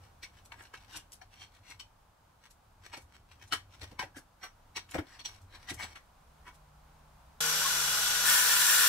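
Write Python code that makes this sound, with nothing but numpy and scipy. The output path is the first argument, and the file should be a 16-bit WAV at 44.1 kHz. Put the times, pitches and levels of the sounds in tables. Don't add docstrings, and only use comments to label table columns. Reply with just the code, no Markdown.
import sys
import numpy as np
from scipy import signal
from scipy.fft import rfft, irfft
from scipy.io import wavfile
from scipy.ndimage import uniform_filter1d

SR = 44100
rng = np.random.default_rng(int(sys.argv[2]) if len(sys.argv) > 2 else 0)


def int16_out(signal):
    q = np.round(np.clip(np.atleast_2d(signal).T, -1, 1) * 32767)
    wavfile.write(sys.argv[1], SR, q.astype(np.int16))


N = 391608
TIME = np.arange(N) / SR
FREQ = np.maximum(np.fft.rfftfreq(N, 1 / SR), 1)

# peak in seconds, level in dB, time the edge takes to bite in seconds,
# steel ring relative to the wood in dB, pitch of the ring in Hz.
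CHISEL_STROKES = [(0.236, -49.5, 0.0075, 6, 2200), (0.523, -45, 0.0024, -13, 940),
                  (0.606, -52.5, 0.033, -10, 1640), (0.741, -46.5, 0.0025, -8.5, 1540),
                  (0.965, -48, 0.034, 1.5, 2870), (1.22, -56.5, 0.0044, -1.5, 760),
                  (1.431, -55, 0.043, 1.5, 3170), (1.712, -54.5, 0.04, 2, 2130),
                  (1.801, -57, 0.0036, 12.5, 3030), (2.943, -45.5, 0.014, -3, 2230),
                  (2.975, -49.5, 0.0055, -3.5, 2240), (3.531, -31, .008, -0.5, 3050),
                  (3.819, -49.5, .003, 0.5, 1900), (3.996, -35.5, 0.0034, -3, 1570),
                  (4.029, -43, 0.017, -7.5, 790), (4.171, -49.5, 0.013, -5, 1650),
                  (4.444, -40.5, 0.015, -7.5, 5820), (4.769, -40.5, 0.0079, 3.5, 3860),
                  (4.952, -38, .009, -8, 600), (4.987, -40.5, 0.0051, -11, 310),
                  (5.155, -59, 0.065, 1.5, 1900), (5.201, -55.5, .009, 5.5, 4310),
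                  (5.258, -50, .007, 11.5, 5730), (5.555, -52, .03, -5.5, 4030),
                  (5.701, -41, 0.015, 0, 1940), (5.803, -43, 0.014, -7, 2160),
                  (5.835, -38.5, 0.021, -2, 7870), (5.963, -50.5, 0.0069, -1, 1900),
                  (6.48, -48.5, 0.015, -11, 1010)]
# peak in seconds, level in dB.
EDGE_SCRATCHES = [(0.041, -61), (.378, -57.5), (.655, -59), (.77, -56.5), (.83, -62.5), (.905, -59),
                  (1.335, -62), (1.556, -60.5), (2.448, -59), (2.86, -55.5), (3.148, -60), (3.325, -59),
                  (3.425, -58), (3.745, -57.5), (3.836, -50), (3.923, -61), (4.918, -53), (5.084, -60),
                  (5.31, -53), (5.35, -57), (5.631, -58.5), (5.905, -53)]
WOOD_SPLITS = [(0.455, -61), (0.625, -60.5), (0.925, -60), (0.965, -45), (1.131, -48), (1.705, -59),
               (2.51, -61), (2.975, -58), (3.02, -61), (3.48, -62), (3.535, -41), (4.173, -50.5),
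               (4.91, -52), (4.945, -55), (5.42, -65), (5.7, -46), (5.74, -49), (5.8, -54), (6.545, -63.5)]
BENCH_THUMPS = [(0.965, -58), (2.977, -45), (3.536, -49), (3.831, -45), (3.923, -49.5), (4.033, -40.5),
                (4.171, -44), (4.951, -29), (4.986, -26.5), (5.716, -38.5)]
# frequency in Hz, relative spectral density in dB.
SOCKET_SPECTRUM = [(150, -38), (320, -6), (550, -15.5), (850, 0), (1600, -2), (2300, -9), (3200, -13),
                   (6000, -34.5)]
STEEL_SPECTRUM = [(1500, -17), (2400, -1.5), (3200, -1.5), (4500, -5.5), (6200, -14), (8000, -16.5),
                  (14000, -26)]
SPLINTER_SPECTRUM = [(3000, -9), (6500, 0.5), (7800, 2.5), (10000, 0), (13000, -5), (16000, -25)]
BENCH_SPECTRUM = [(35, -12), (60, 4), (95, 7), (150, -3), (210, -5.5), (295, 7), (400, -4.5), (570, -3.5),
                  (750, -9), (1500, -51)]
LIGHT_RASP_SPECTRUM = [(40, -7), (65, -32), (110, -10), (330, -14), (520, -8.5), (720, -6.5), (950, -0.5),
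                       (1500, 2.5), (2200, -3), (4000, -1.5), (7000, -2.5), (10000, -6.5), (13000, -9),
                       (15500, -13.5)]
PRESSED_RASP_SPECTRUM = [(40, -12), (65, -35), (110, -9.5), (330, -19), (520, -8), (720, -8.5), (950, 3.5),
                         (1500, 2.5), (2200, -0.5), (4000, -0.5), (7000, -2), (10000, -1), (13000, -3),
                         (15500, -9.5)]
AIR_SPECTRUM = [(13, -37.5), (22, 1), (70, -4), (124, -13.5), (154, -10.5), (382, -25), (414, -22),
                (869, -14), (1500, -20.5), (1870, -27.5), (15500, -40)]
# frequency in Hz, bandwidth in Hz, lift in dB.
SOCKET_RESONANCES = [(750, 38, 6.4), (990, 55, 2.8), (1607, 240, 3.4), (1900, 200, 6), (2230, 69, 11.4)]
STEEL_RESONANCES = [(2240, 110, 3.2), (3580, 37, 1.8), (4310, 120, 9.3), (5730, 720, 12.2), (5830, 39, 10),
                    (7870, 88, 15)]

# time in seconds, pressure from 0 to 1.
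BELT_PRESSURE = [(7.4, 0), (8.238, 0.05), (8.256, 0.99), (8.48, .85), (8.65, 0.99), (8.88, 1)]
# time in seconds, platen roar in dB, grit hiss in dB.
GRINDING_LEVELS = [(7.42, -38, -32), (7.444, -36.5, -32.5), (8.226, -38, -32.5), (8.276, -29, -25.5),
                   (8.428, -32.5, -28.5), (8.87, -30, -25.5)]
# frequency in Hz, bandwidth in Hz, lift in dB under light
# contact, lift in dB when pressed.
GRINDING_RESONANCES = [(993, 59, 2.5, 5), (1455, 150, 7.5, 13), (1770, 185, 0.5, 12), (2960, 130, 7.5, 2.5),
                       (3410, 200, 5, 2.5), (3940, 53, 6.5, -3), (5800, 570, 6.5, 5.5),
                       (7460, 260, 5.5, 7.5), (9470, 700, 5, 4), (11540, 600, 8, 3.5),
                       (15100, 240, 4, 12.5)]
# multiple of the lap rate, level relative to the roar in dB.
SINGING_HARMONICS = [(64, -20), (68, -23), (72, -24), (74, -24), (79, -21)]
# peak in seconds, pitch in Hz, 1/e time in seconds, level in dB.
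CHATTER_BURSTS = [(7.662, 1085, 0.013, -32.5), (7.974, 1430, 0.005, -32)]

# time in seconds, effort in dB.
HAND_EFFORT = [(0, -1.5), (.2, -10.5), (.4, 1), (.95, -6), (1.2, -9), (1.65, -3), (1.95, -14.5), (2.7, -11),
               (2.9, -1), (3.2, -5.5), (3.9, 2.5), (4.35, -17), (4.8, -3.5), (5.15, -5.5), (5.85, 0.5),
               (6.1, -16), (7.3, -17.5)]
# time in seconds, level in dB.
AIR_LEVELS = [(0.0, -66), (2.43, -70), (7.35, -65.5)]
# frequency in Hz, level in dB.
MOTOR_TONES = [(62, -63.5), (156.1, -59.5), (468.3, -58.5)]
SHOP_TONES = [(64.6, -66.5), (151, -70)]
# frequency in Hz, side relative to mid in dB.
BENCH_STEREO = [(80, -21.5), (250, -14.5), (600, -3), (1300, -6.5), (2500, -1), (6000, -0.5), (14000, 0)]
GRINDER_STEREO = [(60, -19), (150, -8.5), (400, -1), (1000, -8), (1700, -6), (2400, -0.5), (4500, 0.5),
                  (14000, 0.5)]

SHOP_HUM_FROM_S, GRINDER_FROM_S = 6.0, 7.404
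LAP_HZ, LAP_SAG_HZ = 22.57, .29


def chisel():
    socket = unit(slope(SOCKET_SPECTRUM) * resonances(SOCKET_RESONANCES))
    steel = unit(slope(STEEL_SPECTRUM) * resonances(STEEL_RESONANCES))
    splinters, bench = unit(slope(SPLINTER_SPECTRUM)), unit(slope(BENCH_SPECTRUM))
    out = np.zeros((2, N))
    for peak_s, db, bite_s, steel_db, ring_hz in CHISEL_STROKES:
        t = TIME[around(peak_s)] - peak_s
        force = contact_force(t, rise=bite_s, fall=0.013 + 0.2 * bite_s, curve=1.08)
        x = friction(force, socket, rate=5000, spread_db=4, db=-1.5)
        x += friction(force, steel, rate=5500, spread_db=1.5, db=steel_db - 2)
        x += friction(force, splinters, rate=4300, spread_db=1, db=-15.5 + 0.47 * steel_db)
        ring_q = ring_hz / (70 + 0.022 * ring_hz)
        x += 2.26 * signal.lfilter(*signal.iirpeak(ring_hz, ring_q, fs=SR), x)
        x += friction(force ** 2, bench, rate=2400, spread_db=0.5, db=-11.5)
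        snap = contact_force(t + 0.81 * bite_s, rise=.0003, fall=0.0011, curve=0.62)
        snap *= np.exp(-(bite_s / 0.016) ** 2)
        x += friction(snap, socket + undb(steel_db) * steel, rate=12000, spread_db=2, db=4.5)
        out[:, around(peak_s)] += undb(db) * at_bench(x)
    scratch_body = unit(unit(socket + steel) + 0.12 * splinters)
    split_body = unit(splinters + 0.24 * steel)
    thump_body = unit(bench + 0.15 * socket)
    out += contacts(EDGE_SCRATCHES, scratch_body, rise=0.024, fall=0.024, rate=2200, spread_db=5)
    out += contacts(WOOD_SPLITS, split_body, rise=0.007, fall=0.014, rate=4500, spread_db=5)
    return out + contacts(BENCH_THUMPS, thump_body, rise=0.0028, fall=0.011, rate=8000, spread_db=0)


def contacts(table, body, rise, fall, rate, spread_db):
    out = np.zeros((2, N))
    for peak_s, db in table:
        force = contact_force(TIME[around(peak_s)] - peak_s, rise, fall, curve=1.1)
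        out[:, around(peak_s)] += at_bench(friction(force, body, rate, spread_db, db))
    return out


def contact_force(t, rise, fall, curve):
    loading = (np.maximum(-t, 0) / max(rise, 1e-3)) ** (1.2 * curve)
    release = (np.maximum(t, 0) / max(fall, 1e-3)) ** curve
    return np.exp(-loading - release)


def friction(force, body, rate, spread_db, db):
    return undb(db) * shape(force * slips(rate, spread_db, size=len(force)), body)


def slips(rate, spread_db, size=N):
    hit = rng.random(size) < rate / SR
    impulses = hit * rng.standard_normal(size)
    return unit(impulses * undb(spread_db * np.minimum(rng.exponential(size=size), 4)))


def grinder():
    pressure, = curves(BELT_PRESSURE)
    roar_db, hiss_db = curves(GRINDING_LEVELS)
    laps = np.cumsum(LAP_HZ - LAP_SAG_HZ * pressure) / SR
    dry_rasp = rasp(belt_grit(laps), pressure, roar_db, hiss_db)
    heard = room(dry_rasp, GRINDER_STEREO, t60=0.29, late_db=-6, early_t60=0.065, early_db=-24)
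    tones = singing(laps, pressure, roar_db) + chatter()
    return heard + np.sqrt(2) * tones * undb([[1.5], [-1.5]]) + hum(MOTOR_TONES, waver_db=2.7)


def belt_grit(laps):
    size = int(SR / LAP_HZ)
    pattern = unit(irfft(np.exp(2j * np.pi * rng.random(size // 2 + 1)), size))
    share = slope([(300, -7.5), (1500, -5), (3000, -8), (7000, -5.5), (15000, -2)])
    repeating = shape(pattern[(laps % 1 * size).astype(int)], share)
    fresh = shape(slips(rate=18000, spread_db=0.7), np.sqrt(1 - share ** 2))
    uneven_run_db = .5 * np.sin(2 * np.pi * laps) + 0.3 * drift(70)
    return (repeating + fresh) * undb(uneven_run_db)


def rasp(grit, pressure, roar_db, hiss_db):
    light_modes = [(hz, width, db) for hz, width, db, _ in GRINDING_RESONANCES]
    pressed_modes = [(hz, width, db) for hz, width, _, db in GRINDING_RESONANCES]
    light = slope(LIGHT_RASP_SPECTRUM) * resonances(light_modes)
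    pressed = slope(PRESSED_RASP_SPECTRUM) * resonances(pressed_modes)
    low = 1 / (1 + (FREQ / 2200) ** 12)
    out = 0
    for band, db in ((low, roar_db - 0.5), (1 - low, hiss_db + 0.15)):
        for body, weight in ((light, 1 - pressure), (pressed, pressure)):
            out += undb(db) * weight * shape(grit, unit(body * band))
    return out


def singing(laps, pressure, roar_db):
    phase = 2 * np.pi * laps + 0.011 * drift(7.8)
    tones = sum(undb(db) * np.sin(k * phase + 2 * np.pi * rng.random()) for k, db in SINGING_HARMONICS)
    return tones * pressure * undb(roar_db + 1.4 * drift(7.3))


def chatter():
    return sum(undb(db) * np.exp(-((TIME - peak_s) / fade_s) ** 2) * np.sin(2 * np.pi * hz * TIME)
               for peak_s, hz, fade_s, db in CHATTER_BURSTS)


def bench_rumble():
    effort_db, = curves(HAND_EFFORT)
    body = slope([(25, -24), (50, -10), (70, -5), (100, 1), (150, -25), (260, -21.5), (800, -37),
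                  (3000, -62)])
    rumble = unit(shape(rng.standard_normal(N), body))
    return rumble * undb(-60.5 + effort_db + 2.1 * drift(12))


def shop_air():
    air_db, = curves(AIR_LEVELS)
    colour = slope(AIR_SPECTRUM)
    colour /= np.sqrt(np.mean(colour ** 2 * ((FREQ > 600) & (FREQ < 1400))))
    width = slope([(80, -23.5), (250, -4), (1000, -3.5), (3000, -2), (12000, 0)])
    mid = shape(rng.standard_normal(N), colour)
    side = shape(rng.standard_normal(N), colour * width)
    rush = np.array([mid + side, mid - side]) * undb(air_db + .5 * drift(6.7) - 1.68)
    return rush + hum(SHOP_TONES, waver_db=1) * np.clip((TIME - SHOP_HUM_FROM_S) / 0.36, 0, 1)


def hum(tones, waver_db):
    return sum(np.sqrt(2) * undb(db + waver_db * drift(7.8))
               * np.sin(2 * np.pi * hz * TIME + 0.61 * drift(6.8)) for hz, db in tones)


def at_bench(x):
    return room(x, BENCH_STEREO, t60=0.18, late_db=-6.5, early_t60=0.028, early_db=-0.5)


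def room(x, width, t60, late_db, early_t60, early_db, left_db=2.0):
    t = TIME[:len(x)]
    early, late = (unit(np.exp(-np.log(1000) * t / fade) * (t < fade)) for fade in (early_t60, t60))
    echoes = np.hypot(undb(early_db) * early, undb(late_db) * late) * rng.standard_normal((2, len(x)))
    direct = unit(1. * (t == 0))
    mid, side = (irfft(rfft(x) * rfft(unit(response)), len(x)) / np.sqrt(len(x))
                 for response in (direct + echoes[0], echoes[1]))
    side = shape(side, slope(width))
    return np.array([(mid + side) * undb(left_db / 2), (mid - side) * undb(-left_db / 2)])


def resonances(modes):
    return np.sqrt(1 + sum((undb(abs(db)) ** 2 - 1) / (1 + (2 * (FREQ - hz) / width) ** 2) ** 2
                           for hz, width, db in modes))


def slope(points):
    hz, db = np.transpose(points)
    return undb(np.interp(np.log(FREQ), np.log(hz), db))


def shape(x, gain):
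    return irfft(rfft(x) * np.interp(np.fft.rfftfreq(len(x), 1 / SR), FREQ, gain), len(x))


def drift(rate):
    hold = int(SR / rate)
    steps = np.repeat(rng.standard_normal(N // hold + 1), hold)
    return unit(uniform_filter1d(uniform_filter1d(steps, hold), hold)[:N])


def curves(table):
    seconds, *columns = np.transpose(table)
    return [np.interp(TIME, seconds, column) for column in columns]


def around(peak_s):
    start = max(int((peak_s - .1) * SR), 0)
    return slice(start, start + 12288)


def undb(db):
    return 10 ** (np.asarray(db) / 20)


def unit(x):
    return x / np.sqrt(np.mean(x ** 2))


def scene():
    grinding = np.clip((TIME - GRINDER_FROM_S) / .002, 0, 1)
    return (1 - grinding) * (chisel() + bench_rumble() + shop_air()) + grinding * grinder()


def record(dry):
    return signal.sosfilt(signal.ellip(12, .1, 80, 15700, fs=SR, output="sos"), dry)


dry = scene()
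out = record(dry)
int16_out(out)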